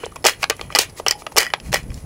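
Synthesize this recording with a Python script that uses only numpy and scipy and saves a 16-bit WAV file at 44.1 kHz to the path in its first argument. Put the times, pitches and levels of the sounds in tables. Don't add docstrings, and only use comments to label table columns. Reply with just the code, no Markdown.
import sys
import numpy as np
from scipy import signal
from scipy.fft import rfft, irfft
from scipy.io import wavfile
from scipy.ndimage import uniform_filter1d

SR = 44100
rng = np.random.default_rng(int(sys.argv[2]) if len(sys.argv) > 2 else 0)


def dump_mix(stems):
    frames = np.atleast_2d(stems).T
    limited = np.clip(frames, -1, 1)
    pcm = np.round(limited * 32767).astype(np.int16)
    wavfile.write(sys.argv[1], SR, pcm)


def linear_from_db(decibels):
    return 10 ** (np.asarray(decibels, float) / 20)


N = 90404

# (time [s], peak [dB], body [dB], bright [dB], chatter [s])
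SNAPS = [
    (.2505, 1, 7.5, 0.5, 0.0024),
    (.258, 1.5, 2.5, -16, 0.0018),
    (.2642, 4.5, -24, -0.5, 0.0055),
    (.75, 0, -1.5, -4, 0.0013),
    (.756, -1, -0.5, -8, 0.0065),
    (.7875, 6, -7, 5, 0.0043),
    (1.371, -0.5, -1, -7, 0.009),
    (1.3815, 8.5, -5.5, 2.5, 0.004),
]
# (time [s], peak [dB], body [dB], bright [dB], chatter [s])
WALL_CLICKS = [
    (.4282, -10, -4, 0, .004),
    (.4985, -1, -2, 0, .002),
    (1.0635, -3, 3, -8, .0018),
    (1.0828, 0, -12, 8, .001),
    (1.1095, 2, -8, 4, .0015),
    (1.5365, -15, -4, -13, .0015),
    (1.7285, -6, -6, -8, .002),
    (1.7425, 2, -5, -1, .002),
]
# (time [s], peak [dB], body [dB], bright [dB])
CASE_CLACKS = [(.243, -4, 2, -14), (.247, -5.5, 9.5, 9.5), (.286, -2, -40, -8), (.295, -4, -29, -2),
               (0.4385, -12, -2, -14), (.508, -7, 0, -7), (.769, -5, 5, -16), (0.78, -11.5, 11, -2),
               (1.07, -6.5, -17, -21), (1.123, -13.5, 2, 10), (1.36, -9.5, 11, -3), (1.366, -3.5, 6, -1),
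               (1.738, -4.5, -1, 0), (1.758, -5.5, -27, -7)]
# (time [s], peak [dB], crack [dB])
CASE_BOUNCES = [(1.3965, -10, 2), (1.4, -14, -12), (1.4045, -8, 2), (1.414, -10, -4), (1.4225, -13, -12),
                (1.4302, -9, -2.5), (1.44, -22, -14), (1.4495, -19, -25), (1.459, -18.5, -21),
                (1.4661, -13.5, -24), (1.478, -32, -16), (1.5021, -23.5, -14), (1.506, -33, -17),
                (1.758, -16.5, -16), (1.768, -14.5, -18)]
# (time [s], peak [dB], centre [Hz], spread [octaves], fade
# [ms])
NOISY_KNOCKS = [(0.038, -22, 1740, 0.41, 2.4), (0.0447, -26, 3250, 0.11, 2), (.049, -26.5, 3230, 0.38, 1.7),
                (0.0567, -22, 6200, 0.38, 2.4), (0.0634, -16.5, 483, 0.42, 1.08),
                (0.064, -30.5, 3070, 0.25, 2), (0.1584, -26.5, 900, 0.28, 2.9), (.19, -44, 2480, 0.53, 1.5),
                (0.334, -28, 3200, 0.16, 1.5), (0.4314, -4.5, 2470, 0.22, 0.81),
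                (.4405, -2, 1850, 1.05, 1.7), (0.4291, -9, 870, 0.7, 7.5), (.5, -5.5, 3650, 0.43, 1.5),
                (0.5071, -5.5, 1500, 1.02, 0.56), (.566, -30.5, 7000, 0.81, 3.), (.612, -17, 3300, 0.6, 1.9),
                (0.786, -17, 11500, .35, 1.9), (1.381, -3.5, 11500, 0.26, 2.8), (1.265, -23, 885, 0.65, 3.7),
                (1.7375, -9.5, 530, 0.49, 1.5), (.974, -36.5, 2000, 0.14, 6.),
                (1.064, -5.5, 2870, 0.11, 0.74), (1.083, -4.5, 5630, 0.075, 0.8),
                (1.5366, -3, 1380, 1.06, 1.85), (.9985, -21, 624, 0.41, 1.4), (.7502, -3.5, 4530, 0.13, 2.4),
                (.797, -13, 3060, 0.37, 23), (1.6, -28, 2750, 0.17, 1.5)]
# (time [s], pitch [Hz], level [dB], 60 dB fade [s])
LEFTOVER_RINGS = [(.508, 1184, -35, .2), (.508, 1556, -27, .08), (.508, 2525, -38, .1),
                  (.508, 3752, -38, .08), (.625, 3220, -44, .15), (1.065, 3000, -20, .05),
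                  (1.084, 3042, -28, .12), (1.111, 834, -36, .4), (1.111, 1900, -24, .06),
                  (1.111, 3042, -32, .13), (1.111, 5125, -36, .12), (1.538, 841, -34, .15),
                  (1.538, 2029, -32, .08), (1.744, 1950, -24, .08)]
# (time [s], peak [dB], focus [Hz], spread [octaves])
LIGHT_TAPS = [(0.035, -14, 533, 0.26), (0.121, -32.5, 1190, 0.16), (.158, -30, 4000, 1.2),
              (0.164, -22, 1190, 1.34), (.178, -42, 2000, 0.56), (0.224, -43, 5200, .3),
              (.594, -19.5, 1500, 0.28), (.612, -14.5, 800, 1.1), (.702, -22, 1450, 0.33),
              (0.724, -20, 2520, 0.63), (0.897, -33.5, 4560, 0.42), (0.998, -15.5, 705, 1.22),
              (1.22, -22.5, 870, 1.4), (1.266, -12.5, 1280, 0.95), (1.319, -27.5, 790, 0.41),
              (1.6, -27, 4100, 1.15), (1.831, -36, 7000, 1), (1.903, -28.5, 2200, 0.95),
              (1.918, -33, 1830, 0.17), (1.942, -28, 6800, 0.3), (1.976, -35.5, 2600, .8)]
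# (start [s], hold [s], level [dB], bright [dB], 60 dB fade [s])
SETTLING = [(.268, 0.011, -20, -4.5, 0.18), (0.421, 0.0098, -40, -2, 0.061),
            (0.5, 0.0042, -27.5, -27, 0.12), (0.756, 0.02, -33, -6.5, 0.055),
            (0.797, 0.021, -24.5, -3.5, 0.13), (1.068, 0.004, -25.5, -17, 0.18),
            (1.081, 0.014, -32, -7.5, 0.087), (1.11, 0.016, -31, -13, 0.04),
            (1.385, 0.028, -23, -8.5, 0.23), (0, 0.038, -43.5, -11, 0.29),
            (1.539, 0.0027, -25.5, -38, 0.038), (1.718, 0.047, -36, -4.5, 0.17),
            (1.749, 0.0043, -27, -7.5, 0.19)]
# (middle [s], width [s], level [dB], bright [dB])
FINGER_RUBS = [(.125, 0.0053, -69, -9), (0.161, 0.0023, -37.5, -10), (0.421, 0.02, -45.5, -9),
               (0.621, 0.04, -47.5, -14), (.725, 0.016, -42.5, -14.5), (.055, 0.0038, -58, -6),
               (0.898, 0.01, -52.5, -9.5), (0.986, 0.013, -46.5, -2.5), (1.204, 0.017, -56.5, -0.5),
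               (1.324, 0.0049, -48, -8), (1.67, 0.027, -48, -9.5), (1.97, 0.047, -58.5, -3.5)]
# (pitch [Hz], level [dB], 60 dB fade [s])
BODY_TONES = [(481, -4.5, 0.047), (646, 3, 0.013), (874, 8, 0.013), (1210, 6, 0.016), (1500, 0, 0.0069)]
# (pitch [Hz], level [dB], 60 dB fade [s])
BRASS_TONES = [(1976, 0.5, 0.039), (2416, 14, 0.0057), (2932, 6.5, 0.014), (3302, -7, 0.073),
               (4290, 3.5, 0.008)]
# (pitch [Hz], level [dB], 60 dB fade [s])
STEEL_TONES = [(4810, 0.5, 0.046), (5200, 15, 0.012), (5717, 1.5, 0.014), (7220, 9.5, 0.008),
               (10200, -28, 0.008), (10870, -8, 0.018)]
# (pitch [Hz], level [dB], 60 dB fade [s])
LOOSE_CASE_TONES = [(1450, -12, .03), (1891, -6, .04), (1954, -1, .06), (2050, -6, .04), (2370, -3, .025),
                    (3045, -3, .045), (4851, 0, .04), (5010, -3, .03)]
# (frequency [Hz], level [dB per Hz])
CRACK_COLOUR = [(1500, -9), (3500, -1), (6000, 3), (10000, -3.5), (14000, -9.5), (16000, -6)]
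# (frequency [Hz], level [dB per Hz])
HUSH_COLOUR = [(88, -2), (150, 6.5), (484, 9.5), (1660, -7.5), (1940, -6.5), (3700, -14), (5150, -12),
               (10200, -13), (16000, -21)]
# (time [s], level [dB])
WIND_LEVEL = [(0, -45), (.5, -47), (.65, -38.5), (.8, -46.5), (1.6, -47), (1.664, -33), (1.72, -29.5),
              (1.8, -35.5), (1.87, -36.5), (1.899, -27), (1.93, -35), (1.96, -28), (2.0, -40.5),
              (2.05, -33.5)]
# (frequency [Hz], level [dB per Hz])
WIND_RUMBLE = [(12, -53), (20, -7.5), (65, -2), (162, -6.5), (420, -32), (492, -24), (600, -36), (780, -65),
               (1320, -120)]

GRIPPED_DB = -27
CRACK_S = 0.0015


def evened(x):
    return x / np.sqrt(np.mean(x ** 2) + 1e-20)


def peaked(db, sound):
    return linear_from_db(db) * sound / abs(sound).max()


def colour(x, points):
    f, db = np.transpose(points)
    hz = np.fft.rfftfreq(len(x), 1 / SR)
    gain = linear_from_db(np.interp(np.log(hz + 1), np.log(f + 1), db))
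    return evened(irfft(rfft(x) * gain, len(x)))


def wander(span_s):
    width = round(span_s * SR)
    drift = uniform_filter1d(rng.standard_normal(N), size=width)
    return evened(uniform_filter1d(drift, size=width))


def add(mix, s, sound):
    part = mix[max(round(s * SR), 0):][:len(sound)]
    part += sound[:len(part)]


def ring(modes, vary=1, linger_db=GRIPPED_DB):
    scatter_db, detune, linger = 2.5, .025, 4
    t = np.arange(4000)[:, None] / SR
    hz, db, t60 = np.tile(np.transpose(modes), 2)
    level = linear_from_db(db + scatter_db * vary * rng.standard_normal(len(hz)))
    pitch = hz * (1 + detune * vary * rng.standard_normal(len(hz)))
    fall_db = 60 * t / t60
    fade = linear_from_db(-fall_db) + linear_from_db(linger_db - fall_db / linger)
    out = (level * fade * np.sin(2 * np.pi * pitch * t)).sum(1)
    return out / np.linalg.norm(out)


def magazine(drive, body_db, steel_db):
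    body = linear_from_db(body_db) * ring(BODY_TONES)
    steel = linear_from_db(steel_db) * ring(STEEL_TONES, linger_db=GRIPPED_DB - 9)
    voice = body + ring(BRASS_TONES) + steel
    return signal.fftconvolve(drive, voice)[:len(drive)]


def blows(table, mix):
    contact_s, crack_db = 0.00068, -21.5
    t = np.arange(4000) / SR
    for s, db, body_db, bright_db, *more in table:
        chatter_s = sum(more)
        late = np.maximum(t - chatter_s, 0)
        crack = linear_from_db(crack_db) * colour(rng.standard_normal(len(t)), CRACK_COLOUR) * np.exp(-late / CRACK_S)
        drive = rng.standard_normal(len(t)) * np.exp(-late / contact_s)
        drive = drive / np.linalg.norm(drive) * np.sqrt(1 + chatter_s / 0.008)
        sound = magazine(drive, body_db, bright_db) + linear_from_db(bright_db) * crack
        add(mix, s, peaked(db, sound))


def bounces(mix):
    t = np.arange(4000) / SR
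    for s, db, crack_db in CASE_BOUNCES:
        strike = rng.standard_normal(len(t)) * np.exp(-t / 0.00045)
        tone = signal.fftconvolve(strike, ring(LOOSE_CASE_TONES, .45, -30))[:len(t)]
        crack = colour(rng.standard_normal(len(t)), CRACK_COLOUR) * np.exp(-t / CRACK_S)
        add(mix, s, peaked(db, tone) + peaked(db + crack_db, crack))


def knocks(mix):
    t = np.arange(8000) / SR
    for s, db, hz, spread, fade_ms in NOISY_KNOCKS:
        edges = hz * 2. ** (spread * np.array([-1, 1]))
        burst = rng.standard_normal(len(t)) * np.minimum(t / .0004, 1) * np.exp(-1000 * t / fade_ms)
        resonance = signal.butter(2, edges, "band", fs=SR, output="sos")
        add(mix, s, peaked(db, signal.sosfilt(resonance, burst)))


def leftover_rings(mix):
    t = np.arange(8000) / SR
    for s, hz, db, t60 in LEFTOVER_RINGS:
        flutter_db = 5 * wander(.004)[:len(t)]
        fade = linear_from_db(db - 60 * t / t60 + flutter_db) * np.minimum(t / .002, 1)
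        add(mix, s, fade * np.sin(2 * np.pi * hz * t))


def taps(mix):
    tap_s = 0.0019
    t = np.arange(4000) / SR
    modes = np.concatenate([BODY_TONES, BRASS_TONES, STEEL_TONES])
    for s, db, focus_hz, spread in LIGHT_TAPS:
        near = modes.copy()
        distance = np.log2(modes[:, 0] / focus_hz) / max(spread, .2)
        near[:, 1] -= 4.3 * distance ** 2
        press = rng.standard_normal(len(t)) * t * np.exp(-2 * t / tap_s)
        sound = signal.fftconvolve(press, ring(near, .42))[:len(t)]
        add(mix, s, peaked(db, sound))


def grains(shape, per_s, body_db, bright_db, hiss_db):
    spread_db, steel_db = 2.5, -7
    chance, side, size = rng.random((3, len(shape)))
    clicks = (chance < per_s / SR) * np.sign(side - .5) * linear_from_db(-spread_db * np.log(size + 0.007))
    drive = evened(clicks)
    quick = shape * (shape / shape.max()) ** .23
    hiss = linear_from_db(bright_db + hiss_db) * colour(drive, CRACK_COLOUR) * quick
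    return magazine(drive * shape, body_db, bright_db + steel_db) + hiss


def rattles(mix):
    t = np.arange(12000) / SR
    for s, hold, db, bright_db, t60 in SETTLING:
        shape = np.minimum(t / 0.0022, 1) * linear_from_db(db - 60 * np.maximum(t - hold, 0) / t60)
        add(mix, s, grains(shape, 5300, -20, bright_db, 7.5))


def rubs(mix):
    middle_s = .12
    t = np.arange(12000) / SR
    for s, width, db, bright_db in FINGER_RUBS:
        shape = linear_from_db(db) * np.exp(-.5 * ((t - middle_s) / width) ** 2)
        add(mix, s - middle_s, grains(shape, 10000, -0.5, bright_db, 13.5))


def handling():
    mix = np.zeros(N)
    for table in (SNAPS, WALL_CLICKS, CASE_CLACKS):
        blows(table, mix)
    for source in (bounces, knocks, leftover_rings, taps, rattles, rubs):
        source(mix)
    return signal.sosfilt(signal.butter(4, 378, "high", fs=SR, output="sos"), mix)


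def roof(x):
    t60, gap_s, top_hz = 0.12, 0.0048, 6150
    t = np.arange(SR // 4) / SR
    echoes = (rng.random(len(t)) < .05) * rng.standard_normal(len(t))
    echoes = echoes * linear_from_db(-60 * t / t60) * (t > gap_s)
    echoes = signal.lfilter(*signal.butter(1, top_hz, fs=SR), echoes)
    return signal.fftconvolve(x, echoes / np.linalg.norm(echoes))[:N]


def insects():
    centre_hz, width_hz, level_db, throb_db = 10350, 1000, -56, 2
    hz = np.fft.rfftfreq(N, 1 / SR)
    gain = 1 / (1 + ((hz - centre_hz) / width_hz * 2) ** 4)
    band = irfft(rfft(rng.standard_normal(N)) * gain, N)
    return linear_from_db(level_db + throb_db * wander(.004)) * evened(band)


def wind():
    level = np.interp(np.arange(N) / SR, *np.transpose(WIND_LEVEL))
    return linear_from_db(level + 2.6 * wander(0.0024)) * colour(rng.standard_normal(N), WIND_RUMBLE)


def hush():
    return linear_from_db(-47.5 + wander(.05)) * colour(rng.standard_normal(N), HUSH_COLOUR)


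def scene():
    hands = handling()
    return (hands + linear_from_db(-21) * roof(hands) + insects() + wind() + hush())[None]


def roll_off(x):
    return signal.sosfilt(signal.butter(12, 16990, fs=SR, output="sos"), x)


def record(dry):
    ceiling, edge_hz = .85, 15800
    held = dry / (1 + (abs(dry) / ceiling) ** 4) ** .25
    held = signal.oaconvolve(held, signal.firwin(255, edge_hz, fs=SR)[None], "same")
    return roll_off(held)


dry = scene()
out = record(dry)
dump_mix(out)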